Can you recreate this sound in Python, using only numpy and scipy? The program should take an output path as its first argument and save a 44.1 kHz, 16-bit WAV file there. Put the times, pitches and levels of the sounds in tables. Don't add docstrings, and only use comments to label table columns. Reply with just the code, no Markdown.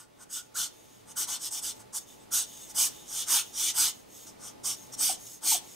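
import sys
import numpy as np
from scipy import signal
from scipy.fft import rfft, irfft, next_fast_len
from scipy.io import wavfile
from scipy.ndimage import uniform_filter1d, map_coordinates

SR = 44100
rng = np.random.default_rng(int(sys.argv[2]) if len(sys.argv) > 2 else 0)


def unload_wav(signal):
    wavfile.write(
        sys.argv[1],
        SR,
        np.round(np.clip(np.atleast_2d(signal).T, -1, 1) * 32767).astype(np.int16),
    )


N = 253575


def amp(db):
    return 10 ** (np.asarray(db) / 20)

def unit(x):
    return x / np.sqrt(np.mean(x ** 2) + 1e-20)

def along(points, hz):
    point_hz, values = np.transpose(points)
    return np.interp(np.log(hz + 1), np.log(point_hz + 1), values)

def wobble(rate_hz):
    knots = rng.standard_normal(int(N * rate_hz / SR) + 4)
    return map_coordinates(knots, [np.arange(N) * rate_hz / SR])

def filtered(x, response):
    size = next_fast_len(N + SR // 2)
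    return irfft(rfft(x, size) * response(np.fft.rfftfreq(size, 1 / SR)), size)[..., :N]

def driven(force, response):
    return unit(filtered(force, response))

def mode(hz, centre_hz, width_hz):
    return 1j * hz * width_hz / (centre_hz ** 2 - hz ** 2 + 1j * hz * width_hz)

def modes(table, hz):
    return np.sqrt(sum((amp(db) * abs(mode(hz, centre, width)) ** 2) ** 2 for centre, width, db in table))

def panned(stereo, balance):
    return filtered(stereo, lambda hz: amp(np.outer([.5, -.5], along(balance, hz))))


# time_s, level_db, treble_boost_db
BACKGROUND_LEVELS = [(0, -65.5, 1.5), (.5, -63, 5), (1.06, -60.5, 4), (1.97, -59, 2), (2.88, -57, 6),
                     (3.78, -59.5, 4.5), (4.58, -57.5, 2), (5.75, -60, 9.5)]
# frequency_hz, density_db
VENT_SPECTRUM = [(12, -27), (20, -7.5), (123, -5), (233, 0), (467, -3), (751, -6.5), (888, -9), (993, -8.5),
                 (1390, -13), (1640, -16.5), (1780, -13.5), (12200, -25.5), (15700, -33)]
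# frequency_hz, side_minus_mid_db
VENT_WIDTH = [(60, -3), (110, -3), (200, 3.5), (380, 6), (700, 4.5), (1290, 2), (2380, -5), (4400, -4),
              (8120, -2), (15000, 2)]
# frequency_hz, left_minus_right_db
VENT_BALANCE = [(30, 0), (80, -4), (150, -0.5)]
# pitch_hz, waver_hz, level_re_noise_db
VENT_TONES = [(116.5, 5.5, -9), (859, 14, -7.5)]

def ventilation():
    time_s, *columns = np.transpose(BACKGROUND_LEVELS)
    level_db, treble_db = [np.interp(np.arange(N) / SR, time_s, column) for column in columns]
    noise = rng.standard_normal((2, N))
    mid = filtered(noise[0], lambda hz: amp(along(VENT_SPECTRUM, hz)))
    side = filtered(noise[1], lambda hz: amp(along(VENT_SPECTRUM, hz) + along(VENT_WIDTH, hz)))
    rush = np.array([mid + side, mid - side]) / np.std(mid)
    rush += (amp(treble_db) - 1) * filtered(rush, lambda hz: 1 / (1 + (2500 / (hz + 1)) ** 4))
    tones = np.zeros(N)
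    for pitch_hz, waver_hz, tone_db in VENT_TONES:
        gain = amp(tone_db + 3.1 * wobble(14))
        tones += gain * np.sin(2 * np.pi * np.cumsum(pitch_hz + waver_hz * wobble(30)) / SR)
    return amp(level_db + 1.44 * wobble(5.02)) * panned(rush + tones, VENT_BALANCE)


def reflections(x, t60_s):
    hz, t, spectra = signal.stft(rng.standard_normal((2, SR // 4)), SR, nperseg=128)
    tails = signal.istft(spectra * amp(-60 * t / t60_s(hz)[:, None]), SR, nperseg=128)[1]
    tails /= np.linalg.norm(tails, axis=1, keepdims=True)
    return signal.fftconvolve(x[None], tails, axes=1)[:, :N]

# frequency_hz, side_minus_mid_db
MARKER_WIDTH = [(300, -3), (1000, -15), (2500, -33), (4400, -10), (8000, -9), (15000, -3.5)]
# frequency_hz, left_minus_right_db
MARKER_BALANCE = [(300, -2), (1000, 1.5), (2500, 0.5), (4400, 1), (8100, -2.5), (13000, 0.5)]
# frequency_hz, t60_s
ROOM_DECAY = [(500, 0.31), (4000, 0.25), (12000, 0.11)]

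def desk_and_walls(x):
    paths = reflections(x, t60_s=lambda hz: np.full_like(hz, 0.025))
    angle = 2.33 * wobble(11)
    scattered = np.cos(angle) * paths[0] + np.sin(angle) * paths[1]
    side = filtered(scattered, lambda hz: amp(along(MARKER_WIDTH, hz)))
    near = panned(np.array([x + side, x - side]), MARKER_BALANCE)
    walls = reflections(x, t60_s=lambda hz: along(ROOM_DECAY, hz))
    return near + amp(-10.5) * walls


# start_s, length_s, from_hz, to_hz, level_db
TIP_SQUEAKS = [(.35, 0.076, 1392, 1450, -50.5), (.55, 0.093, 1450, 1420, -42.5),
               (2.314, 0.052, 1437, 1448, -41), (3.33, 0.054, 873, 817, -40),
               (5.086, 0.038, 824, 722, -39.5), (5.515, 0.028, 864, 819, -32.5),
               (5.539, 0.024, 743, 715, -34.5)]

def squeaks():
    sound, waver, flutter = np.zeros(N), wobble(150), wobble(90)
    for start_s, length_s, from_hz, to_hz, level_db in TIP_SQUEAKS:
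        progress = np.linspace(0, 1, round(length_s * SR))
        at = slice(round(start_s * SR), round(start_s * SR) + len(progress))
        pitch_hz = (from_hz + (to_hz - from_hz) * progress) * (1 + 0.0493 * waver[at])
        envelope = amp(level_db + 4.16 * flutter[at]) * np.sin(np.pi * progress)
        sound[at] += envelope * np.sin(2 * np.pi * np.cumsum(pitch_hz) / SR)
    return sound


def friction(spiky_db, rough_db, shifting_db):
    slips = rng.standard_normal(N) * amp(spiky_db * rng.standard_normal(N))
    slips *= amp(rough_db * (wobble(60) + wobble(400)))
    spectra = signal.stft(slips, nperseg=512)[2]
    patches = uniform_filter1d(rng.standard_normal(spectra.shape), 4, axis=0)
    patches = uniform_filter1d(patches, 9, axis=1)
    return signal.istft(spectra * amp(shifting_db * unit(patches)), nperseg=512)[1][:N]

def hand_motion(rows):
    t = np.arange(N) / SR
    envelope, weighted = np.zeros(N), np.zeros((len(rows[0]) - 3, N))
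    for start_s, rise_s, steady_s, fall_s, level_db, *columns in rows:
        stop_s = start_s + rise_s + steady_s + fall_s
        at = slice(max(round(start_s * SR), 0), round(stop_s * SR))
        up = np.clip((t[at] - start_s) / rise_s, 0, 1)
        down = np.clip((stop_s - t[at]) / fall_s, 0, 1)
        gain = amp(level_db) * (np.sin(np.pi / 2 * up) * np.sin(np.pi / 2 * down)) ** 2 + 1e-9
        envelope[at] += gain
        weighted[0, at] += gain * ((t[at] - start_s) / (stop_s - start_s) - .5)
        weighted[1:, at] += np.outer([level_db, *columns], gain)
    return envelope, *np.where(envelope > 0, weighted / np.maximum(envelope, 1e-12), 1)


# start_s, rise_s, steady_s, fall_s, level_db, sheet_re_tip_db, upper_re_tip_db
RETURN_SLIDES = [(0.11, 0.11, 0.026, 0.007, -69, -5, -9.0), (0.387, 0.005, 0.0, 0.14, -58.7, -21, -13),
                 (0.656, 0.005, 0.294, 0.122, -62, -9.5, -17),
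                 (1.733, 0.006, 0.0029, 0.14, -59.5, -19, -10.0), (1.979, 0.005, 0.0, 0.091, -50, -14, -12),
                 (2.05, 0.038, 0.0069, 0.12, -54.5, -8.5, -12), (2.169, 0.062, 0.0, 0.033, -62, -4.0, -4.0),
                 (2.37, 0.17, 0.028, 0.245, -49.2, -9, -11.5),
                 (2.885, 0.005, 0.018, 0.29, -51.5, -6.5, -17), (3.38, 0.005, 0.025, 0.25, -50, -7.5, -17),
                 (3.871, 0.01, 0.015, 0.2, -53.6, -10.5, -19),
                 (4.047, 0.14, 0.01, 0.187, -50.5, -15.5, -16),
                 (4.494, 0.005, 0.0022, 0.052, -57.8, -9, -10.0), (4.76, 0.005, 0.012, 0.25, -53, -13, -15),
                 (5.128, 0.15, 0.042, 0.093, -47, -22.0, -15), (5.52, 0.217, 0.0, 0.042, -51, -16, -15)]
# centre_hz, width_hz, gain_db
LIGHT_TIP_MODES = [(5420, 580, -9.5), (6550, 520, 0), (10600, 480, -14.5)]
# centre_hz, width_hz, gain_db
LIGHT_SHEET_MODES = [(3060, 370, -2), (3600, 230, 3)]
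# frequency_hz, density_db
LIGHT_HISS = [(1500, -24.5), (2500, -27.5), (5000, -17.5), (9000, -14), (15700, -15.5)]

def slides():
    envelope, _, _, sheet_db, upper_db = hand_motion(RETURN_SLIDES)
    force = friction(spiky_db=2.5, rough_db=0.6, shifting_db=2.0)
    tip = driven(force, lambda hz: np.hypot(modes(LIGHT_TIP_MODES, hz), amp(along(LIGHT_HISS, hz))))
    sheet = driven(force, lambda hz: modes(LIGHT_SHEET_MODES, hz))
    upper_mode = driven(force, lambda hz: abs(mode(hz, 8080, 350)) ** 2)
    return envelope * (tip + amp(sheet_db) * sheet + amp(upper_db) * upper_mode)


# centre_hz, width_hz, gain_db
DESK_MODES = [(35, 114, -5), (319, 63, 2)]

def desk_rumble(force):
    return driven(force, lambda hz: modes(DESK_MODES, hz))


# centre_hz, width_hz, gain_db
BARREL_MODES = [(776, 200, -3.5), (896, 48, -1.5), (1090, 416, 2), (1410, 150, 0.5)]

def barrel_ring(force, pitch_hz):
    ring, power = 0, 0
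    for centre_hz, width_hz, gain_db in BARREL_MODES:
        freedom = amp(gain_db) * np.exp(-(np.log(pitch_hz / centre_hz) / 0.29) ** 2) + 0.077
        response = lambda hz: mode(hz, centre_hz, width_hz) * mode(hz, centre_hz, 4 * width_hz)
        ring += freedom * driven(force, response)
        power += freedom ** 2
    smear = driven(force, lambda hz: abs(mode(hz, 1480, 1460)) ** 2)
    return 0.6 * ring / np.sqrt(power) + 0.31 * smear


# centre_hz, width_hz, gain_db
SHEET_MODES = [(3080, 374, 1.5), (3497, 400, 1.5), (4130, 1200, -6)]

def sheet_rasp(force, hardness, barrel_hz):
    rasp = driven(force, lambda hz: np.hypot(modes(SHEET_MODES, hz), 0.17 * abs(mode(hz, 3370, 4500))))
    low_mode = driven(force, lambda hz: abs(mode(hz, centre_hz=2364, width_hz=220)) ** 2)
    return rasp + 0.34 * hardness * (900 / barrel_hz) ** 3.6 * low_mode


# frequency_hz, density_db
SCRATCH_SPECTRUM = [(2240, -37), (3800, -21.5), (5300, -4.5), (6410, 0.5), (7390, -6), (8170, -1),
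                    (10900, -7.5), (13500, -8.5), (15700, -14)]
# centre_hz, width_hz, gain_db
FACE_MODES = [(4920, 250, 1.5), (6470, 770, 0), (8090, 540, 8.5), (9680, 530, 5.5), (12080, 340, 2),
              (13440, 400, 4.5)]
# centre_hz, width_hz, gain_db
EDGE_MODES = [(5640, 620, 11.5), (7100, 290, 8.5), (8850, 790, 3.5)]

def tip_scratch(force, hardness, edge_share):
    spectrum = lambda hz: amp(along(SCRATCH_SPECTRUM, hz))
    hiss = driven(force, spectrum)
    face = driven(force, lambda hz: spectrum(hz) * modes(FACE_MODES, hz))
    edge = driven(force, lambda hz: spectrum(hz) * modes(EDGE_MODES, hz))
    ring = 1.34 * ((1 - edge_share) * face + edge_share * edge)
    hiss_share = 0.28 + .5 * np.minimum(hardness, 1.5) ** 0.19
    scratch = hiss_share * hiss + (1 - hiss_share) * ring
    treble = filtered(scratch, lambda hz: 1 / (1 + (10300 / (hz + 1)) ** 10))
    return scratch + 0.76 * (np.minimum(hardness, 1.2) ** 0.57 - .6) * treble


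# sheet_gain_db, barrel_gain_db, barrel_pitch_hz, edge_share (0 to 1)
PRESSED_STROKES = [(-0.069, 0.006, 0.0, 0.14, -45, -11, -4, 1390, 0.0),
                   (0.176, 0.05, 0.0074, 0.019, -52, -17, -3.5, 1100, 0.0),
                   (0.282, 0.075, 0.0033, 0.072, -36.5, -11.5, -19.5, 1350.0, 0.07),
                   (0.537, 0.048, 0.0, 0.12, -30, -9.5, -16.5, 1440.0, 0.3),
                   (1.046, 0.069, 0.0, 0.026, -49.5, -15, -8.5, 930.0, 0.05),
                   (1.153, 0.031, 0.038, 0.05, -31.5, -13, -18, 1290.0, 0.24),
                   (1.258, 0.041, 0.033, 0.066, -34.5, -9.5, -13.5, 1200.0, 0.26),
                   (1.378, 0.075, 0.01, 0.044, -35.2, -13.0, -18.5, 1010, 0.5),
                   (1.497, 0.038, 0.042, 0.041, -34.5, -16.0, -19.0, 940.0, 0.44),
                   (1.601, 0.061, 0.0088, 0.079, -33.5, -12, -19.5, 1130.0, 0.3),
                   (1.787, 0.014, 0.0026, 0.037, -51.5, -13.0, -6, 1010, 0.05),
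                   (1.92, 0.047, 0.0025, 0.033, -32.5, -20.5, -16.5, 1110.0, 0.2),
                   (2.303, 0.047, 0.0031, 0.12, -26.5, -10.5, -17.5, 1300, 0.27),
                   (2.675, 0.03, 0.0026, 0.026, -45.5, -17, -14, 880.0, 0.5),
                   (2.735, 0.069, 0.027, 0.078, -25.5, -12, -21, 1050, 0.13),
                   (3.034, 0.17, 0.0026, 0.062, -33, -11.5, -20.5, 960.0, 0.56),
                   (3.248, 0.09, 0.0022, 0.11, -24, -9.5, -18, 1080.0, 0.5),
                   (3.509, 0.13, 0.048, 0.052, -30, -9.5, -22.5, 950.0, 0.78),
                   (3.723, 0.09, 0.0047, 0.12, -24.5, -9.5, -18.5, 1170, 0.17),
                   (4.262, 0.011, 0.0017, 0.054, -48.6, -12, -14.5, 830.0, 0.5),
                   (4.375, 0.096, 0.0022, 0.049, -42.5, -16.5, -10.0, 1130.0, 0.8),
                   (4.627, 0.038, 0.02, 0.09, -30.5, -14, -19.5, 1080, 0.67),
                   (4.912, 0.029, 0.0056, 0.014, -41.5, -18, -15, 1100.0, 0.55),
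                   (4.964, 0.079, 0.0079, 0.13, -26, -12.5, -23.5, 920, 0.35),
                   (5.405, 0.099, 0.0062, 0.098, -25, -9.5, -19.5, 890, 0.1)]

def strokes():
    envelope, progress, level_db, sheet_db, barrel_db, barrel_hz, edge_share = hand_motion(PRESSED_STROKES)
    hardness = envelope / amp(-22.5)
    sheet_db += 14.5 * progress
    barrel_db -= 9.5 * progress
    barrel_hz *= 1 - 0.14 * progress
    edge_share = np.clip(edge_share + 0.19 * progress, 0, 1)
    force = friction(spiky_db=2.5, rough_db=0.28, shifting_db=2.5)
    tip = tip_scratch(force, hardness, edge_share)
    sheet = amp(sheet_db) * sheet_rasp(force, hardness, barrel_hz)
    barrel = amp(barrel_db) * barrel_ring(force, barrel_hz)
    barrel *= (envelope / amp(level_db) + .01) ** -0.32
    return envelope * (tip + sheet + barrel + amp(-32.5) * desk_rumble(force))


def scene():
    return desk_and_walls(strokes() + slides() + squeaks()) + ventilation()

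def record(dry):
    return filtered(dry, lambda hz: hz < 15660)


dry = scene()
out = record(dry)
unload_wav(out)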